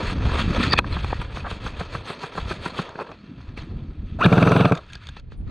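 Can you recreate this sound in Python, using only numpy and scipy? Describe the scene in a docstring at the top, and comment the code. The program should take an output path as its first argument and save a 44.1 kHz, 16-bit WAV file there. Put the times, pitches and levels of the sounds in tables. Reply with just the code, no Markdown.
"""An electric airsoft rifle fires ten shots, each a piston impulse on frame modes, over a modulated gear whine.
A microphone clamped to it on a windy field hears mostly through its case.
Before the shots wind buffets the ports (filtered noise), gear rustles (shaped grains) and knocks (struck modes),
a metal catch drags (narrow resonances) and clacks home, and something rattles in a steady quick beat.
Pellets tick on the magazine before and after the burst; near the end comes a thin metal ping and the stereo widens."""
import sys
import numpy as np
from scipy import signal
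from scipy.fft import rfft, irfft, next_fast_len
from scipy.io import wavfile
from scipy.ndimage import uniform_filter1d, minimum_filter1d

SR = 44100
rng = np.random.default_rng(int(sys.argv[2]) if len(sys.argv) > 2 else 0)


def bounce(signal):
    """Save signal as a 16-bit WAV file at the path given by the first command-line argument."""
    frames = np.transpose(np.atleast_2d(signal))
    limited = np.clip(frames, -1, 1)
    pcm = np.round(limited * 32767).astype(np.int16)
    wavfile.write(sys.argv[1], SR, pcm)


def how_loud(loudness_db):
    """Turn decibels into a plain amplitude multiplier (0 dB gives 1, 20 dB gives 10)."""
    steps = np.asarray(loudness_db, float) / 20
    return 10 ** steps


N = 242638

# wind on the ports: [t/s, level/dB, flutter/dB against the rumble, before a fixed trim]
WIND = [(0.0, -31, 6), (0.2, -24, -2.5), (0.6, -24, 5.5), (0.72, -25, 7), (0.75, -28, -11), (0.785, -19, 8),
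        (0.83, -35.5, 4), (0.92, -23, -12), (1.24, -32, -13.5), (1.58, -37, -0.5), (2.02, -35.5, -9),
        (2.12, -57, 16), (2.3, -57, 15), (2.41, -34, -11), (2.6, -40, 2), (2.75, -44, 5), (2.86, -54, 11),
        (3.15, -55, 8), (3.29, -58, 27), (3.42, -38, -2), (3.8, -33.5, 2), (4.09, -38, -3), (4.17, -30, 3),
        (4.8, -42.5, -26), (5.2, -42, -49), (5.5, -29, -0.5)]
# cloth and straps resting against the rifle: [t/s, rasp level/dB, low scuff over rasp/dB]
CONTACT = [(0.0, -37.5, 5), (0.16, -44.5, 4.5), (0.35, -33, 2.5), (0.46, -37.5, -4.5), (0.7, -34.5, -1.5),
           (0.81, -54.5, 7.5), (0.91, -38.5, -5), (1.23, -42, -6), (1.3, -51, 1.5), (2.85, -51, 6.5),
           (3.1, -51.5, 8.5), (3.19, -57.5, -9), (3.8, -58, 3.5), (4.18, -63.5, -36), (4.82, -58.5, -8),
           (5.2, -53, -23), (5.21, -70, -4), (5.45, -69.5, -14), (5.5, -50.5, 5)]
# single rubs of the gear: [peak t/s, rasp level/dB, swell/s, fade/s, low scuff over rasp/dB]
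RUBS = [(0.085, -34, 0.1, 0.095, -27), (0.395, -27, 0.034, 0.06, -42), (0.566, -36.5, 0.061, 0.038, 9),
        (0.636, -25.5, 0.051, 0.054, -36), (0.735, -19.5, 0.017, 0.0039, -7),
        (0.79, -22, 0.022, 0.0067, -25), (1.464, -50, 0.01, 0.02, 9), (3.011, -48, 0.039, 0.027, 15.5),
        (3.102, -54.5, 0.014, 0.048, 15), (3.406, -63, 0.016, 0.14, -23), (3.58, -47, 0.023, 0.15, -7),
        (4.07, -63.5, 0.041, 0.36, -34), (4.78, -55.5, 0.03, 0.11, 5), (4.9, -52, 0.048, 0.034, -24),
        (4.945, -52, 0.05, 0.043, -24), (5.04, -54, 0.059, 0.04, -27), (5.08, -56, 0.05, 0.035, -23),
        (5.17, -51.5, 0.012, 0.049, -3), (5.318, -57.5, 0.027, 0.072, -15.5)]
# spectrum of rubbing: [f/Hz, density level/dB]
RUB_SPECTRUM = [(150, -44), (250, -13), (450, -8), (750, -9), (1230, -4), (2150, -7), (2550, 0),
                (2900, -13.5), (3300, -9.5), (4500, -10.5), (5000, -22), (5400, -21), (5900, -30),
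                (6500, -11.5), (7100, -18.5), (9300, -25.5), (10300, -35.5), (15000, -46)]
RESTING_HISS_DB = -16  # treble under the rasp at the firmest resting contact
HISS_STEEPNESS = 1.3  # resting treble fades faster than the rasp
SLIDING_HISS_DB = -15.5  # treble under the rasp while sliding

# steady quick rattle, each beat a rub with a knock at its top: [t/s, rub level/dB, knock level/dB]
BEATS = [(1.368, -43, -24), (1.511, -42, -19.5), (1.66, -42.5, -18), (1.806, -44.5, -15),
         (1.948, -42, -13.5), (2.097, -39, -14.5), (2.234, -41.5, -15), (2.377, -38.5, -14.5),
         (2.509, -37, -15), (2.657, -36.5, -13), (2.788, -37.5, -11.5)]
BEAT_SWELL_S, BEAT_FADE_S, BEAT_SCUFF_DB, BEAT_HISS_DB = 0.073, 0.095, -5, -8.5
BEAT_BASS_DB, BEAT_TREBLE_DB, BEAT_CONTACT_MS = -10, -23, 4.9
BEAT_POINTEDNESS = 1.5  # broad, round swells of the rattle's rasp

# knocks on the rifle: [t/s, level/dB, bass over middle/dB, treble over middle/dB, let-go time/ms]
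KNOCKS = [(0.094, -22, -8, -1, 1.9), (0.25, -20.5, -14, 2, 11), (0.381, -19, -27, -3, 5.1),
          (0.601, -20, 0, -28, 12), (0.733, -2, -14, -7, 2), (0.785, 3.5, -15, 1, 0.75),
          (0.8405, -19.5, -6, -22, 1.4), (0.964, -22, -5, -27, 4.8), (1.041, -16.5, -42, 0, 2.4),
          (1.102, -25, -38, -16, 9.5), (1.125, -14, -56, -40, 1.6), (1.213, -23.5, -38, 4, 6.1),
          (1.445, -23.5, -41, -25, 6.9), (1.463, -18, -30, -28, 8.7), (2.35, -26, -4, -23, 2.3),
          (2.887, -27.5, -26, -26, 1.5), (2.915, -34, -15, -15, 4.0), (2.9515, -23.5, -17, -24, 1.6),
          (2.986, -21, -17, -18, 2.0), (2.996, -20, -22, -13, 2.7), (3.003, -22, -23, -17, 1.8),
          (3.011, -21.5, -18, -10, 3.4), (3.019, -25.5, -18, -12, 3.5), (3.043, -33, -10, -20, 4.6),
          (3.068, -37, -12, -20, 6.0), (3.088, -34, -4, -18, 2.5), (3.112, -27.5, -23, -7, 1.3),
          (3.402, -36, -9, -29, 0.85), (3.572, -30, 1, 2.5, 3.4), (4.769, -25.5, -47, -2, 2.7),
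          (5.164, -30.5, -7, -1, 2.4), (5.317, -37, -0.5, -19, 1.7)]
BUILD_UP_SHARE = 0.6  # build-up time of a knock against its let-go
PEAK_AFTER_S = 0.0042  # from first touch to hardest contact
# modes of rifle and case: [f/Hz, level/dB, t60/s]
BODY = [(183, 6, 0.041), (286, -5, 0.032), (450, 3, 0.017), (822, -7, 0.014), (975, -27, 0.046),
        (1153, 1, 0.0087), (1320, 0, 0.012), (1536, -8, 0.024), (1706, -23, 0.007), (2550, -4, 0.017),
        (3278, 0, 0.004), (4137, -19, 0.018), (6040, -16, 0.0052), (7960, -11, 0.00097),
        (10300, -50.5, 0.039)]
WANDER_DB = 5  # each mode comes and goes as the contact moves

# metal dragging on metal until it stops: [stop t/s, level/dB, f/Hz, build-up/ms]
SQUEALS = [(0.734, -18.5, 4600, 16), (0.737, -18, 1850, 14), (0.738, -21, 2520, 18), (0.738, -24, 3600, 14),
           (0.737, -30, 5200, 10), (0.7895, -12, 2520, 12), (0.7895, -21, 1780, 14),
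           (0.7895, -25, 3400, 14), (0.7895, -27, 4450, 16), (3.02, -30, 530, 22)]
SQUEAL_T60_S = 0.013  # of each of two resonators in a row
SLIP_S, SLIP_DEPTH = .0115, .85  # the drag goes in even jerks

# pellets settling in the magazine: [t/s, level/dB, treble over middle/dB]
TICKS = [(2.888, -43, 3), (4.748, -26.5, -6), (4.772, -45.5, 11.5), (4.861, -43, -12), (4.897, -38, -12),
         (4.919, -40, -8), (4.929, -40.5, 8), (4.95, -31.5, -2), (5.033, -42, -13), (5.052, -48, -5),
         (5.066, -40.5, 6), (5.085, -33.5, 0.5), (5.193, -47, 2)]
# modes of the magazine shell: [f/Hz, level/dB, t60/s]
MAGAZINE = [(1640, 1.5, 0.036), (2600, -0.5, 0.011), (3620, 5.5, 0.012), (4290, 6, 0.0045),
            (6600, 0, 0.0064), (8200, -11, 0.0075), (10500, -21, 0.0037)]

# gearbox: [t/s, whir/dB before a fixed trim, tooth whine f/Hz, whine/dB against whir before fixed trims]
GEARS = [(4.183, -59, 508.4, -22), (4.19, -35.5, 635, -1), (4.212, -19.5, 990, 0.5), (4.227, -26, 1373, 12),
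         (4.236, -16, 1513, -3), (4.25, -17.5, 1722, 8), (4.275, -24, 1200, -17), (4.34, -20, 1170, -22),
         (4.6, -20, 1177, -15), (4.64, -22.5, 1172, -7), (4.69, -23, 1187, -9), (4.72, -32.5, 1113, -4),
         (4.75, -28.5, 951, -8), (4.79, -42, 584, -3), (4.83, -61, 404, -30)]
# spectrum of the whir: [f/Hz, density level/dB]
WHIR_SPECTRUM = [(120, -28.5), (200, -6.5), (520, -11.5), (700, -9), (950, -20), (1300, -10.5),
                 (2050, -34.5), (2400, -23.5), (2750, -23), (3050, -35.5), (3700, -28), (4700, -36.5),
                 (5300, -50.5), (6500, -43.5), (9300, -52.5), (10500, -57.5), (15000, -60.5)]
SPEED_FOR_FULL_HISS_HZ = 1500  # treble of the clatter grows with motor speed
CATCH_BEFORE_S, CATCH_DB, CATCH_S = 0.028, 6, 0.0035  # the gear rasps brightly as it picks the piston up
# each shot frees the motor, then the spring drags it down, whining harder
UNLOAD_SPEED_UP, FREE_S, RELOAD_S, LOAD_DB = .21, .021, .027, 10

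# shots: [first swing of the frame t/s, level/dB, stock ring over low thump/dB]
# the stock ring is highest on the first two shots, and a little up on the last
SHOTS = [(4.2563, -9.5, 6), (4.3226, -10.5, 5), (4.3748, -9.5, 1.5), (4.4227, -9.6, 0), (4.4691, -10, 0),
         (4.5147, -9.9, 0), (4.5597, -10, 0), (4.6045, -10.4, 0), (4.6503, -10.4, 0), (4.717, -10.4, 2)]
# one cycle, release, strike, rebound, gear catching the piston again: [t/ms from the swing, push on the frame]
CYCLE = [(-3.8, -1), (6.4, -.8), (8.8, .65), (24.8, -.15)]
# modes of air cylinder and stock under the piston: [f/Hz, level/dB, t60/s]
PISTON = [(64, -9, .1), (141, -8, .12), (162, -1.5, .078), (253, -4, .032), (366, -13, .07),
          (445, -4.5, .08), (550, -12, .035), (715, -14, .035)]
STOCK_HZ, MODE_LUCK_DB = (150, 200), 1.5  # band that rings up when loosely held; spread per mode and shot
SLAP_OVER_THUMP_DB = 3.3
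SLAP_SAMENESS = 2.0  # chatter shared by all slaps, against each one's own

# a thin metal ping: [t/s, f/Hz, level/dB, t60/s]
PING = (5.374, 9200, -68, .2)

# faint unlikeness of the two channels: [f/Hz, side under mid/dB]
SIDE_HISS = [(40, -58), (140, -52.5), (500, -54), (2500, -42), (5000, -30.5), (9000, -20), (13000, -4)]
# the two channels drift apart at the end: [t/s, side under mid/dB]
WIDENING = [(4.95, -67), (5.05, -30), (5.17, -20), (5.25, -10), (5.5, -7.5)]
CEILING, LIMITER_S = .77, .003


def rms_one(x):
    """Normalisation: scale to unit rms."""
    return x / np.sqrt(np.mean(x ** 2) + 1e-20)


def in_time(rows):
    """Linear interpolation: columns of a table, one value per sample."""
    s, *columns = np.transpose(rows)
    return [np.interp(np.arange(N) / SR, s, c) for c in columns]


def at_hz(points, hz):
    """Logarithmic pitch: read a spectrum on a log-frequency axis."""
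    point_hz, point_db = np.transpose(points)
    return np.interp(np.log(hz), np.log(point_hz), point_db)


def cut(x, hz, kind, order=2):
    """Butterworth filtering: a maximally flat pass band."""
    return signal.sosfilt(signal.butter(order, hz, kind, fs=SR, output="sos"), x)


def drift(rate):
    """Low-passed chance: a random curve of unit rms, slower than about rate in Hz."""
    knots = rng.standard_normal(int(N / SR * 200))
    memory = np.exp(-2 * np.pi * rate / 200)
    smooth = rms_one(signal.lfilter([1], [1, -memory], knots))
    return np.interp(np.linspace(0, 1, N), np.linspace(0, 1, len(knots)), smooth)


def ring(clicks, hz, t60):
    """Damped resonance: a unit click sets a decaying sine of initial height 1 ringing."""
    r, w = np.exp(-np.log(1000) / (t60 * SR)), 2 * np.pi * hz / SR
    return signal.lfilter([0, np.sin(w)], [1, -2 * r * np.cos(w), r * r], clicks + 1e-18)


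def grains(per_s, spread_db):
    """Shot noise: random clicks of uneven size."""
    sizes = how_loud(spread_db * np.minimum(rng.exponential(1, N), 5))
    signs = rng.choice([-1, 1], N)
    return rms_one(sizes * signs * (rng.random(N) < per_s / SR))


def coloured(x, spectrum):
    """Linear filtering: multiply by a smooth spectrum."""
    size = next_fast_len(N)
    hz = np.maximum(np.fft.rfftfreq(size, 1 / SR), 10)
    return irfft(rfft(x, size) * how_loud(at_hz(spectrum, hz)), size)[:N]


def swells(rows, pointedness=2):
    """Superposed envelopes: rises and falls around each peak, summed."""
    t, out = np.arange(N) / SR, np.zeros(N)
    for s, db, swell_s, fade_s in rows:
        out += how_loud(db) * np.interp(t, [s - swell_s, s, s + fade_s], [0, 1, 0]) ** pointedness
    return out


def through_body(x, spectrum, resonant):
    """Modal excitation: friction noise, with the body's modes standing out of it by turns."""
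    modes = np.zeros(N)
    for k, (hz, _, t60) in enumerate(BODY):
        modes += ring(x, hz, t60) * how_loud(WANDER_DB * drift(6.7)) * (-1) ** k / np.sqrt(t60)
    bright_modes = rms_one(cut(np.gradient(modes), 9550, "low"))
    return rms_one(coloured(rms_one(x) + resonant * bright_modes, spectrum))


def blows(rows, sameness, modes=BODY):
    """Contact excitation: milliseconds of chatter build, let go, and strike every mode."""
    near_ms = np.arange(-int(.03 * SR), int(.04 * SR)) / SR * 1000
    own_chatter = rng.standard_normal((len(rows), len(near_ms)))
    chatter = own_chatter + sameness * rng.standard_normal(len(near_ms))
    luck_db = 1.8 * rng.standard_normal((len(rows), len(modes)))
    out = np.zeros(N)
    for k, (hz, db, t60) in enumerate(modes):
        force = np.zeros(N)
        wave = np.exp(2j * np.pi * hz * near_ms / 1000)
        for (s, level_db, bass_db, treble_db, up_ms, down_ms), noise, luck in zip(rows, chatter, luck_db):
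            build_up, let_go = near_ms / max(up_ms, .2), -near_ms / max(down_ms, .2)
            push = noise * np.exp(np.where(near_ms < 0, build_up, let_go))
            even = np.abs(push @ wave) + .5 * np.linalg.norm(push)  # each mode gets a fair share
            colour_db = at_hz([(520, bass_db), (800, 0.0043), (2100, 0.0028), (3300, treble_db)], hz)
            at = ((s + PEAK_AFTER_S + near_ms / 1000) * SR).astype(int)
            force[at] += push / even * how_loud(level_db + colour_db + db + luck[k])
        out += cut(ring(force, hz, t60), max(hz * 1.4, 1500), "low", order=3)  # the case muffles the edge
    return cut(cut(out, 19000, "low", order=4), 130, "high", order=3)


def wind():
    """Turbulent pressure: lumpy low-band noise, with a faster flutter of band-passed grains above it."""
    level_db, flutter_db = in_time(WIND)
    rumble = rms_one(cut(rng.standard_normal(N), [28, 100], "band")) * how_loud(2.0 * drift(27))
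    gusts = cut(grains(1200, 2.5), [120, 320], "band")
    flutter = rms_one(cut(gusts, 328, "low", order=3)) * how_loud(3.1 * drift(32))
    return how_loud(level_db + 2.3 * drift(13.0)) * (rumble + how_loud(flutter_db - 8.5) * flutter)


def rustle():
    """Sliding friction: clumped grains as middle rasp, hiss of light sliding, low scuff of heavy contact."""
    rest_db, weight_db = in_time(CONTACT)
    rubs = swells([row[:4] for row in RUBS])
    rub_scuffs = swells([(s, db + low_db, up, down) for s, db, up, down, low_db in RUBS])
    beats = swells([(s, db, BEAT_SWELL_S, BEAT_FADE_S) for s, db, _ in BEATS])
    beat_rasp = swells([(s, db - 0.5, BEAT_SWELL_S, BEAT_FADE_S) for s, db, _ in BEATS], BEAT_POINTEDNESS)

    rasp = how_loud(rest_db) + rubs + beat_rasp
    firmest_db = rest_db.max()
    resting_hiss = how_loud(RESTING_HISS_DB + firmest_db + HISS_STEEPNESS * (rest_db - firmest_db))
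    hiss = resting_hiss + how_loud(SLIDING_HISS_DB) * rubs + how_loud(BEAT_HISS_DB) * beats
    scuff = how_loud(rest_db + weight_db) + how_loud(BEAT_SCUFF_DB) * beats + rub_scuffs

    clumps = grains(5000, 1.68) * how_loud(1.7 * drift(30))
    rub = through_body(clumps, RUB_SPECTRUM, resonant=.4)
    low = rms_one(cut(rub, 722, "low", order=3))
    middle = rms_one(cut(rub, [1000, 5200], "band", order=4))
    treble = rms_one(cut(rub, 3490, "high", order=6))
    return scuff * low + rasp * middle + hiss * treble


def knocks():
    """Impact on a modal body: lone knocks and the knocks of the rattle."""
    beats = [(s, db, BEAT_BASS_DB, BEAT_TREBLE_DB, BEAT_CONTACT_MS) for s, _, db in BEATS]
    rows = [(*row[:4], BUILD_UP_SHARE * row[4], row[4]) for row in KNOCKS + beats]
    return blows(rows, sameness=0)


def squeals():
    """Stick-slip friction: noise-fed narrow resonances swell in even jerks, then stop."""
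    t, out = np.arange(N) / SR, np.zeros(N)
    for s, db, hz, up_ms in SQUEALS:
        once = ring(rng.standard_normal(N), hz, SQUEAL_T60_S)
        singing = rms_one(ring(once, hz, SQUEAL_T60_S))
        jerks = 1 - SLIP_DEPTH * np.sin(np.pi * (t - s) / SLIP_S) ** 2
        swell = np.exp(np.where(t < s, (t - s) * 1000 / up_ms, (s - t) / 0.0017))
        out += how_loud(db) * singing * jerks * swell
    return out


def pellets():
    """Impact on a thin shell: short bright ticks from the magazine's modes."""
    rows = [(s, db, 0, treble_db, .9, 2.2) for s, db, treble_db in TICKS]
    return blows(rows, sameness=0, modes=MAGAZINE)


def gearbox():
    """Gear meshing: tooth clatter through the body, and a whine whose pitch follows motor speed and load."""
    whir_db, hz, whine_db = in_time(GEARS)
    t, fired = np.arange(N) / SR, [row[0] for row in SHOTS]
    shaken = swells([(s, 0, .002, .025) for s in fired])
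    freed = sum(np.interp(t, [s, s + FREE_S, s + FREE_S + RELOAD_S], [0, 1, 0]) for s in fired)
    loaded = swells([(s + FREE_S + RELOAD_S / 2, 0, RELOAD_S, RELOAD_S) for s in fired])
    catches = swells([(s - CATCH_BEFORE_S, CATCH_DB, CATCH_S, 2 * CATCH_S) for s in fired[1:]])

    clumps = grains(9000, 2.2) * how_loud(1.5 * drift(60))
    clatter = through_body(clumps, WHIR_SPECTRUM, resonant=0.4) * (.92 + .5 * shaken)
    hiss = cut(clatter, 5500, "high", order=4)
    hiss_gain = (1 + catches + shaken) * np.minimum(hz / SPEED_FOR_FULL_HISS_HZ, 1) ** 2
    clatter = clatter + hiss * (hiss_gain - 1)

    speed_hz = hz * (1 + UNLOAD_SPEED_UP * freed + 0.025 * drift(83))
    turn = 2 * np.pi * np.cumsum(speed_hz) / SR
    chatter = rms_one(cut(rng.standard_normal(N), 450, "low"))  # teeth meet unevenly
    fundamental = np.sin(turn) * how_loud(-9.0 * loaded)
    overtone = np.sin(2 * turn) * (.6 + freed * .4 + (1 - loaded) * chatter)
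    rough = how_loud(-9.5) * chatter * np.sin(2.5 * turn)
    whine = (fundamental + how_loud(1.0 + LOAD_DB * loaded) * overtone + rough) * how_loud(4.9 * drift(90))
    whine = coloured(whine, WHIR_SPECTRUM) * how_loud(16.5)  # the case favours its own pitches
    running = whir_db > whir_db.min() + .1
    return how_loud(whir_db - 3.0) * (clatter + how_loud(whine_db) * whine) * running


def shots():
    """Impulse response: the released piston thumps the frame's modes, then slaps the cylinder head."""
    luck_db = MODE_LUCK_DB * rng.standard_normal((len(SHOTS), len(PISTON)))
    thump = np.zeros(N)
    for (hz, level_db, t60), luck in zip(PISTON, luck_db.T):
        kicks = np.zeros(N)
        for (s, db, stock_db), chance_db in zip(SHOTS, luck):
            in_stock = STOCK_HZ[0] < hz < STOCK_HZ[1]
            hold_db = stock_db if in_stock else -stock_db * (hz < STOCK_HZ[0])
            for ms, push in CYCLE:
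                kicks[int((s + ms / 1000) * SR)] += push * how_loud(db + level_db + hold_db + chance_db)
        thump += ring(kicks, hz, t60)
    thump = cut(cut(thump, [85, 1600], "band"), 40, "high")
    slaps = [(s, db + SLAP_OVER_THUMP_DB, -9.0, -9.0, 1.0, 3.0) for s, db, _ in SHOTS]
    return thump + blows(slaps, sameness=SLAP_SAMENESS)


def ping():
    """Free vibration: one thin high mode rings down."""
    s, hz, db, t60 = PING
    return ring(how_loud(db) * (np.arange(N) == int(s * SR)), hz, t60)


def scene():
    """Mid-side superposition: channels faintly unlike in the treble, then spreading with gusts of their own."""
    near = rustle() + knocks() + squeals() + pellets() + gearbox() + shots() + ping()
    mid = wind() + near
    width_db, = in_time(WIDENING)
    widening = how_loud(width_db) * (width_db > width_db.min())
    spread = widening * (wind() + np.roll(near, 9))  # rolls are in samples
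    side = coloured(np.roll(mid, 331), SIDE_HISS) + spread
    return np.array([mid + side, mid - side])


def roll_off(x):
    """The treble ends steeply here."""
    return signal.sosfilt(signal.butter(12, 15300, fs=SR, output="sos"), x)


def record(dry):
    """Peak limiting: a fast gain shared by both channels holds the peaks down."""
    size = int(LIMITER_S * SR) + 1
    peak = np.abs(dry).max(axis=0) + 1e-9
    lowest_gain = minimum_filter1d(np.minimum(1, CEILING / peak), size=size)
    gain = uniform_filter1d(lowest_gain, size=size)
    return roll_off(dry * gain)


dry = scene()
out = record(dry)
bounce(out)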